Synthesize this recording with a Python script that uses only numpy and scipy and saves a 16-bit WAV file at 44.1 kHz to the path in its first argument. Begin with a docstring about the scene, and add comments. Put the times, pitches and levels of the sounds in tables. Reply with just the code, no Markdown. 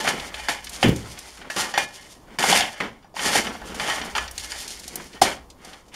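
"""Inside bare block walls, a steel shovel digs stony soil: the blade stabs, scrapes and throws.
Stones grind and knock on the blade, which rings while it is clear of the soil. Grit patters down,
clods thud and loose earth slumps to the ground. The walls give a short echo, and a draught
brushes the microphone over a faint outdoor murmur."""
import sys
import numpy as np
from scipy import signal
from scipy.fft import rfft, irfft, next_fast_len
from scipy.io import wavfile
from scipy.ndimage import map_coordinates

SR = 44100
rng = np.random.default_rng(int(sys.argv[2]) if len(sys.argv) > 2 else 0)


def wav_out(sig):
    """Save sig, one row per channel (or a flat mono array), as 16-bit PCM at SR to the path in sys.argv[1]."""
    wavfile.write(sys.argv[1], SR, np.round(np.clip(np.atleast_2d(sig).T, -1, 1) * 32767).astype(np.int16))


N = 262395

# Moves of the blade (levels in all tables are relative): t/s, rise/s, hold/s, base fade/s,
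# stones/dB, grit/dB, clods/dB, contact pitch/Hz, ring compared with stones/dB
BLADE_MOVES = [(0.0, 0.0021, 0.0026, 0.69, -30, -34.5, -40, 1970, 2.5),
               (0.024, 0.06, 0.0039, 0.27, -17.5, -27, -35, 1950, -11.5),
               (0.111, 0.024, 0.1, 0.76, -32, -42.5, -42, 1970, -19),
               (0.368, 0.0029, 0.15, 1.17, -39, -42.5, -59, 2280, 1),
               (0.472, 0.0039, 0.0032, 0.28, -21, -25, -57, 2450, -7),
               (0.623, 0.25, 0.0033, 0.31, -35, -33.5, -46, 1940, -25.5),
               (0.827, 0.00088, 0.014, 0.23, -11.5, -33, -35.5, 2730, -14.5),
               (0.84, .02, 0.032, 0.29, -47, -46, -21, 2850, -21),
               (0.867, 0.016, 0.33, 1.7, -42.5, -44.5, -54, 1900, -18.5),
               (1.353, 0.082, 0.037, 0.28, -41, -75.5, -48, 1930, -22),
               (1.486, 0.0015, 0.014, 1.8, -36.5, -38, -72, 1730, -2),
               (1.561, 0.0032, 0.03, 0.48, -23.5, -26.5, -34, 1840, -3),
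               (1.719, 0.0071, 0.068, 0.23, -33, -46, -46, 2100, 5.5),
               (1.777, 0.0017, 0.0043, 0.19, -17.5, -23.5, -48, 2410, -3.5),
               (1.868, 0.074, 0.051, 0.66, -53.5, -46.5, -58, 2430, 13),
               (2.03, .015, 0.087, 0.23, -59, -47, -60, 2200, 1),
               (2.254, 0.05, 0.049, 0.71, -47, -62, -52, 1990, -14.5),
               (2.38, 0.0011, 0.14, 0.32, -23, -26.5, -32.5, 1880, -8),
               (2.45, 0.053, 0.1, 0.32, -17.5, -23, -41, 2760, -8),
               (2.662, 0.037, 0.0021, 0.87, -39.5, -43.5, -75, 2040, 4),
               (2.802, 0.0022, .003, 0.32, -16.5, -43, -29, 1940, -33),
               (3.144, 0.12, 0.1, 0.15, -23.5, -25.5, -38, 1944, -7),
               (3.343, 0.0086, 0.035, 0.22, -18.5, -20, -30, 2330, -6.5),
               (3.437, 0.013, .003, 0.74, -28, -36.5, -33, 1800, -12.5),
               (3.62, 0.04, 0.064, .2, -37, -48.5, -40.5, 1690, -14),
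               (3.744, .003, 0.043, .2, -33, -38, -40.5, 1960, -18),
               (3.798, 0.001, 0.053, .3, -26.5, -36, -36.5, 2020, -5),
               (3.851, 0.033, 0.042, 0.41, -23.5, -32, -48.5, 1970, -4.5),
               (3.928, 0.02, 0.072, 1.42, -32, -40.5, -41, 1960, -13.5),
               (4.151, .004, 0.035, 0.44, -27.5, -36.5, -67, 1610, -13),
               (4.343, 0.065, 0.071, 1.4, -42.5, -39.5, -59, 2180, 2),
               (4.491, 0.035, 0.063, 0.79, -42.5, -37, -58, 1950, 3),
               (4.58, 0.043, 0.29, 1.4, -48, -42.5, -52, 2060, -15),
               (4.892, 0.084, 0.0035, 0.64, -38.5, -44, -38.5, 2160, -24.5),
               (5.128, 0.023, 0.0034, 0.28, -42, -57, -47.5, 1870, -5),
               (5.2145, 0.0023, 0.0073, 0.061, -30, -10.5, -27, 1860, -17),
               (5.216, 0.0012, .06, 0.34, -20.5, -30, -32, 1890, -16),
               (5.552, 0.14, 0.008, 0.69, -41.5, -49.5, -53, 1870, -13.5),
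               (5.915, 0.042, 0.0035, .6, -34.5, -50, -46.5, 3000, -24)]
# Knocks of single stones: t/s, level/dB, f/Hz, scoop thump compared with crack/dB
STONE_KNOCKS = [(.0464, -24.5, 2100, 9.5), (0.0752, -2.5, 1880, -10), (0.197, -14, 3170, -22),
                (0.341, -12.5, 2500, -17), (0.3968, -28, 2280, 2), (0.4853, -10, 1140, -21),
                (.643, -17, 7000, -31), (0.6688, -18.5, 2860, -26), (.6936, -17, 6890, -30),
                (.7407, -41, 6500, -30), (.828, -1.5, 2400, -4), (0.96, -17.5, 6170, -30),
                (1.0525, -27, 1020, -25), (1.1743, -23, 2590, -33), (1.1882, -16.5, 6550, -34),
                (1.3711, -28, 2090, -39.5), (1.4137, -24.5, 2050, -10), (1.4461, -28, 1050, -16),
                (1.5, -15.5, 1900, -8.5), (1.5617, -20, 1810, -28), (1.7395, -17.5, 2200, 0.5),
                (1.7768, -8, 2020, 5), (2.1065, -36.5, 6440, -35), (2.28, -33.5, 1100, -11.5),
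                (2.3865, -10, 1640, -12), (2.4262, -4.5, 1780, -22), (2.4388, -6, 1430, 2),
                (2.4994, -23.5, 3010, 13.5), (2.5262, -4.5, 2880, 4), (2.5641, -14, 2150, -13),
                (2.6069, -6, 2970, -2), (2.802, -7.5, 1860, -33), (3.027, -38.5, 2020, -11),
                (3.045, -38.5, 920, 1), (3.1414, -44.5, 3000, 16.5), (3.1654, -19, 1600, 1.5),
                (3.1928, -12, 1970, -32), (3.254, -13, 2070, -16), (3.3303, -11.5, 2960, -20),
                (3.3544, -16.5, 2380, 11), (3.4685, -12, 2260, -14), (3.5508, -21, 990, -3),
                (3.6157, -21.5, 1050, -6), (3.7432, -32, 1050, 4), (3.7967, -14, 1940, -32),
                (3.899, -10, 1830, -67), (4.0143, -13.5, 2810, -14), (4.1514, -9, 2400, -8),
                (4.162, -9, 1800, -9), (4.1808, -1.5, 1470, -32), (4.2776, -18, 3420, -32),
                (4.311, -18.5, 8300, -34), (4.3784, -8.5, 5300, -36), (4.519, -21, 1920, -31),
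                (4.6773, -15.5, 5320, -34), (4.795, -22, 6210, -45), (4.8348, -28.5, 3000, -30),
                (4.8785, -14, 6350, -18), (4.9563, -7.5, 9300, -22), (4.997, -22.5, 1210, -5),
                (5.04, -28.5, 7000, -34), (5.129, -28, 3460, -25), (5.1519, -34, 4400, -1),
                (5.2148, -13, 4470, -18), (5.217, 1, 990, 6), (5.5, -28, 5100, -28),
                (5.6466, -24, 5840, -13), (5.7312, -24, 2800, -13), (5.881, -34, 5060, -11),
                (5.94, -24, 4900, -22)]


def shovel():
    """Each move grinds and knocks stones on the steel, sets it ringing and shifts grit and clods."""
    stones_gain, grit_gain, clods_gain, contact_octave, ring_db = blade_motion()
    rasp, steel = grinding_stones(contact_octave)
    stones = amp(-6.5) * stones_gain * (rasp + amp(-1) * steel)
    knocks, blows = knocking_stones()
    # the freer the blade is of the soil, the more it rings
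    rubbing = amp(ring_db - 9.5) * stones_gain * (rasp + 0.45 * steel)
    striking = amp(ring_db + 0.5) * blows
    ring = ringing_blade(rubbing, striking, contact_octave)
    return stones + knocks + ring + grit_gain * pattering_grit() + clods_gain * rumbling_clods()


def blade_motion():
    """Loudness of stones, grit and clods over time; pitch and ring lean to the strongest move."""
    stones_db, grit_db, clods_db, contact_hz, ring_db = np.transpose(BLADE_MOVES)[4:]
    step = 32  # samples between points of the slow curves
    t = np.arange(0, N + step, step) / SR
    stones = move_power(t, stones_db, fade_scale=0.81) + 1e-20
    grit = move_power(t, grit_db, fade_scale=0.78)
    clods = move_power(t, clods_db, fade_scale=0.7)
    gains = [np.sqrt(power.sum(0)) for power in (stones, grit, clods)]
    averages = [column @ stones / stones.sum(0) for column in (np.log2(contact_hz), ring_db)]
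    return [np.interp(np.arange(N) / step, np.arange(len(t)), curve) for curve in gains + averages]


def move_power(t, db, fade_scale):
    """Each move swells, holds and fades; a quick stab starts with the nearest stone knock."""
    start, rise, hold, fade = np.transpose(BLADE_MOVES)[:4, :, None]
    knock_times = np.transpose(STONE_KNOCKS)[0]
    nearest_knock = knock_times[np.abs(start - knock_times).argmin(1)][:, None]
    is_stab = (rise < 0.008) & (start > 0)
    age = t - np.where(is_stab, nearest_knock, start)
    rising = np.clip(age / np.maximum(rise, 0.001), 0, 1)
    fading = amp(-60 * np.maximum(age - rise - hold, 0) / (fade_scale * fade))
    return (amp(db)[:, None] * rising * fading) ** 2


def grinding_stones(contact_octave):
    """Stones rasp on steel muffled by soil; its blurred notes are strongest near the contact pitch."""
    # tone of the rasp: f/Hz, level/dB
    rasp_spectrum = [(150, -72.5), (250, -17), (455, -15.5), (615, 2), (855, 4.5), (1190, -9), (1810, -1.5),
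                     (3060, 4), (3890, -4), (9000, -19.5), (11700, -85), (19800, -120)]
    grind = crunch(per_second=4000, spread_db=-3, clump_db=2.0, hiss=1.0)
    steel = sum(near(hz, contact_octave, 0.29) * resonance(grind, hz, t60=9 / hz)
                for hz in 1450 * 1.521 ** np.arange(6))
    return coloured(grind, rasp_spectrum), steel


def knocking_stones():
    """Each stone cracks and thumps the scoop. Returns the sound and the force on the steel."""
    sound, blows = np.zeros((2, N + SR))
    t = np.arange(SR // 10) / SR
    loads = rng.standard_normal(len(STONE_KNOCKS))
    for (start, db, hz, thump_db), load in zip(STONE_KNOCKS, loads):
        at = round(start * SR)
        chips, rattle = rng.standard_normal((2, len(t)))
        crack = stone_crack(chips, t, db, hz)
        scoop_hz = 763.5 * (1 + 0.078 * load)  # the scoop's dull note shifts with its load
        thump_shape = amp(-60 * t / 0.026) * (1 - np.exp(-(t / 0.0014) ** 2))
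        thump = np.sin(2 * np.pi * scoop_hz * t) * thump_shape
        sound[at:][:len(t)] += amp(db - 8.0) * crack + amp(db + thump_db) * thump
        # a brief rattle makes every blow wake a different mix of the blade's notes
        force = amp(db - 60 * t / 0.0055) * (0.28 * rattle + 2.05 * crack)
        on_blade = 1 / (1 + (hz / 4160) ** 6)  # high-pitched pebbles miss it and fall on the heap
        blows[at:][:len(t)] += on_blade * force
    return sound[:N], blows[:N]


def stone_crack(noise, t, db, hz):
    """A burst of noise around one pitch: small high pebbles snap, large low stones crunch slowly."""
    # quiet knocks fade more slowly than loud ones
    t60 = max(0.017 * 2 ** (-db / 16.5), 0.004)
    fading = hz / 3000 * amp(-60 * t / 0.0022) + 6.3 * amp(-60 * t / t60)
    rising = 1 - np.exp(-t * hz / 9.8)
    band = signal.butter(2, [hz / 1.78, min(hz * 1.55, SR / 2.2)], "bandpass", fs=SR, output="sos")
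    crack = signal.sosfilt(band, noise * fading * rising)
    return crack / np.abs(crack).max()


def ringing_blade(rubbing, striking, contact_octave):
    """Blows wake all the steel's notes; a scrape favours those near its own pitch."""
    # the blade's natural notes: f/Hz, level/dB, time to fade by 60 dB/s
    blade_notes = [(603, -3.5, .07), (665, -12.5, 0.13), (888, -8, 0.24), (1104, -4, 0.25),
                   (1610, -22, 0.24), (1728, -0.5, 0.23), (1877, -0.5, 0.13), (2142, -5.5, 0.2),
                   (2426, -3.5, 0.27), (3060, 2, 0.059), (3260, -5.5, .14), (3503, 1, 0.03),
                   (3750, -3, 0.1), (4474, 3.5, 0.067), (4850, 6, 0.015), (5000, -4, 0.081),
                   (5800, 3.5, 0.16), (6050, -12, 0.07), (6840, 5.5, 0.016)]
    ring = np.zeros(N)
    for hz, db, t60 in blade_notes:
        struck = striking * (0.73 + near(hz, contact_octave, 0.16))
        rubbed = rubbing * (0.19 + 0.37 * near(hz, contact_octave, 0.048))
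        ring += amp(db) * resonance(struck + rubbed, hz, t60)
    return ring


def pattering_grit():
    """Thousands of tiny grains land each second and blend into a bright hiss."""
    # tone of the grit: f/Hz, level/dB
    grit_spectrum = [(1200, -10.5), (3000, -0.5), (5000, 1.5), (7000, -0.5), (10000, -4), (12500, -12.5),
                     (15600, -26.5)]
    return coloured(crunch(per_second=3100, spread_db=2.5, clump_db=3.04, hiss=0.82), grit_spectrum)


def rumbling_clods():
    """Lumps of soil thud and blend into a low rumble."""
    # tone of the clods: f/Hz, level/dB
    clod_spectrum = [(45, -42.5), (85, -19), (170, 7), (300, 5), (500, 3.5), (900, -35.5)]
    return coloured(crunch(per_second=270, spread_db=0.5, clump_db=3.0, hiss=0.78), clod_spectrum)


def slumping_earth():
    """Small lumps land first, the heavy mass last, so the thud sinks in pitch as it fades."""
    # falls of loose earth: t/s, level/dB, first pitch/Hz, last pitch/Hz, length/s
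    falls = [(0.832, -16.5, 900, 67.4, 0.14), (2.808, -34, 790, 150, 0.18), (5.223, -28.5, 513, 343, 0.045)]
    sound, t = np.zeros(N + SR), np.arange(SR // 12) / SR
    for start, db, first_hz, last_hz, length in falls:
        for progress, scatter, size, side in rng.random((40, 4)):
            sinking_hz = first_hz * (last_hz / first_hz) ** (progress ** 0.39)
            hz = sinking_hz * 2 ** (1.22 * (scatter - 0.5))
            lump = np.sign(side - 0.5) * np.sin(2 * np.pi * hz * t) * np.exp(-t * hz / 1.24)
            at = round((start + progress * length) * SR)
            sound[at:][:len(t)] += amp(db + 8 * size - 34 * progress ** 2) * lump
    return sound[:N]


def wall_echo(sound):
    """Each pitch dies away at its own speed; every 0.3 s of sound gets a new pattern of echoes."""
    # how long the walls echo: f/Hz, time to fade by 60 dB/s
    echo_times = [(150, 0.54), (700, 0.35), (2000, 0.064), (5000, 0.26), (13000, 0.069)]
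    echo = np.zeros(N + SR)
    step, delay = SR * 3 // 10, 180  # samples
    for at in range(0, N, step):
        hz, t, noise = signal.stft(rng.standard_normal(SR // 2), SR, nperseg=256)
        fading = amp(-60 * t / along(echo_times, hz)[:, None])
        tail = signal.istft(noise * fading, SR, nperseg=256)[1]
        piece = signal.fftconvolve(sound[at:at + step], tail / np.linalg.norm(tail))
        echo[at + delay:][:len(piece)] += piece[:N + SR - at - delay]
    return echo[:N]


def draught():
    """Uneven puffs of air brush the microphone and make a deep rumble."""
    # strength of the draught: t/s, level/dB
    gusts = [(0.0, -80), (0.21, -42.5), (0.45, -50), (0.72, -55), (0.88, -40), (1.0, -44), (1.5, -60),
             (2.33, -58.5), (2.75, -79), (2.84, -59), (3.05, -74), (3.36, -58), (3.45, -49), (3.76, -41),
             (3.86, -57), (4.02, -46.5), (4.37, -39), (4.49, -51.5), (5.2, -51), (5.95, -61)]
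    # tone of the puffs: f/Hz, level/dB
    puff_spectrum = [(15, -2), (35, 3.5), (60, 18), (90, -3.5), (160, -30)]
    puffs = coloured(rng.standard_normal(N), puff_spectrum) * amp(0.91 * wobble(11))
    level_db = np.interp(np.arange(N) / SR, *np.transpose(gusts))
    return amp(level_db) * unit(puffs)


def outdoor_murmur():
    """A faint, low noise from outside whose level wavers."""
    # tone of the murmur: f/Hz, level/dB
    murmur_spectrum = [(35, 10.5), (60, 0), (320, -2), (642, -7.5), (1050, -5.5), (1380, -16.5),
                       (1910, -23), (3930, -25), (9280, -28.5), (15500, -35)]
    return coloured(rng.standard_normal(N), murmur_spectrum) * amp(-52 + 1.8 * wobble(9))


def crunch(per_second, spread_db, clump_db, hiss):
    """Random clicks of uneven strength mixed with hiss, swelling in clumps."""
    struck = rng.random(N) < per_second / SR
    sizes = amp(spread_db * np.minimum(rng.exponential(size=N), 3)) * rng.standard_normal(N)
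    grains = unit(struck * sizes) + hiss * rng.standard_normal(N)
    return unit(grains * amp(clump_db * wobble(45)))


def resonance(force, hz, t60):
    """One note set ringing by a force; it fades by 60 dB in t60 seconds."""
    decay, angle = amp(-60 / (t60 * SR)), 2 * np.pi * hz / SR
    gain = 2 * np.sin(angle) * np.sqrt(1 - decay)
    return signal.lfilter([0, gain], [1, -2 * decay * np.cos(angle), decay * decay], force)


def near(hz, centre_octave, width_octaves):
    """1 when a pitch is at the centre (log2 of Hz), less the further away it is."""
    return np.exp(-0.5 * ((np.log2(hz) - centre_octave) / width_octaves) ** 2)


def wobble(rate):
    """A smooth curve through `rate` random points a second."""
    return map_coordinates(rng.standard_normal(int(N * rate / SR) + 4), [np.arange(N) * rate / SR])


def coloured(x, spectrum):
    """Give x the tone of a spectrum table, at an average level of 1."""
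    return unit(filtered(x, lambda hz: amp(along(spectrum, hz))))


def filtered(x, response):
    """Multiply each frequency in x by response(hz)."""
    size = next_fast_len(N + SR // 2)
    return irfft(rfft(x, size) * response(np.fft.rfftfreq(size, 1 / SR)), size)[..., :N]


def along(points, hz):
    """Read between the rows of a (f/Hz, value) table on a log frequency scale."""
    freqs, values = np.transpose(points)
    return np.interp(np.log(hz + 1), np.log(freqs + 1), values)


def unit(x):
    """Scale x to an average (rms) level of 1."""
    return x / np.sqrt(np.mean(x ** 2) + 1e-20)


def amp(db):
    """Turn decibels into a gain."""
    return 10 ** (np.asarray(db) / 20)


def scene():
    """The digging, its echo and the air around it, in one channel."""
    digging = shovel() + slumping_earth()
    return (digging + amp(-14.0) * wall_echo(digging) + draught() + outdoor_murmur())[None]


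def record(dry):
    """Round off the loudest blows, then cut two narrow bands, the deepest bass and the top treble."""
    # narrow bands cut from the sound: f/Hz, width/Hz
    notches = [(3940, 132), (7880, 260)]
    bass_hz, top_hz = 35, 15640

    def response(hz):
        gain = 1j * hz / (bass_hz + 1j * hz) * (hz < top_hz)
        for centre, width in notches:
            gap = centre ** 2 - hz ** 2
            gain *= gap / (gap + 1j * hz * width)
        return gain

    clipped = dry / (1 + np.abs(dry) ** 8) ** (1 / 8)
    return filtered(clipped, response)


dry = scene()
out = record(dry)
wav_out(out)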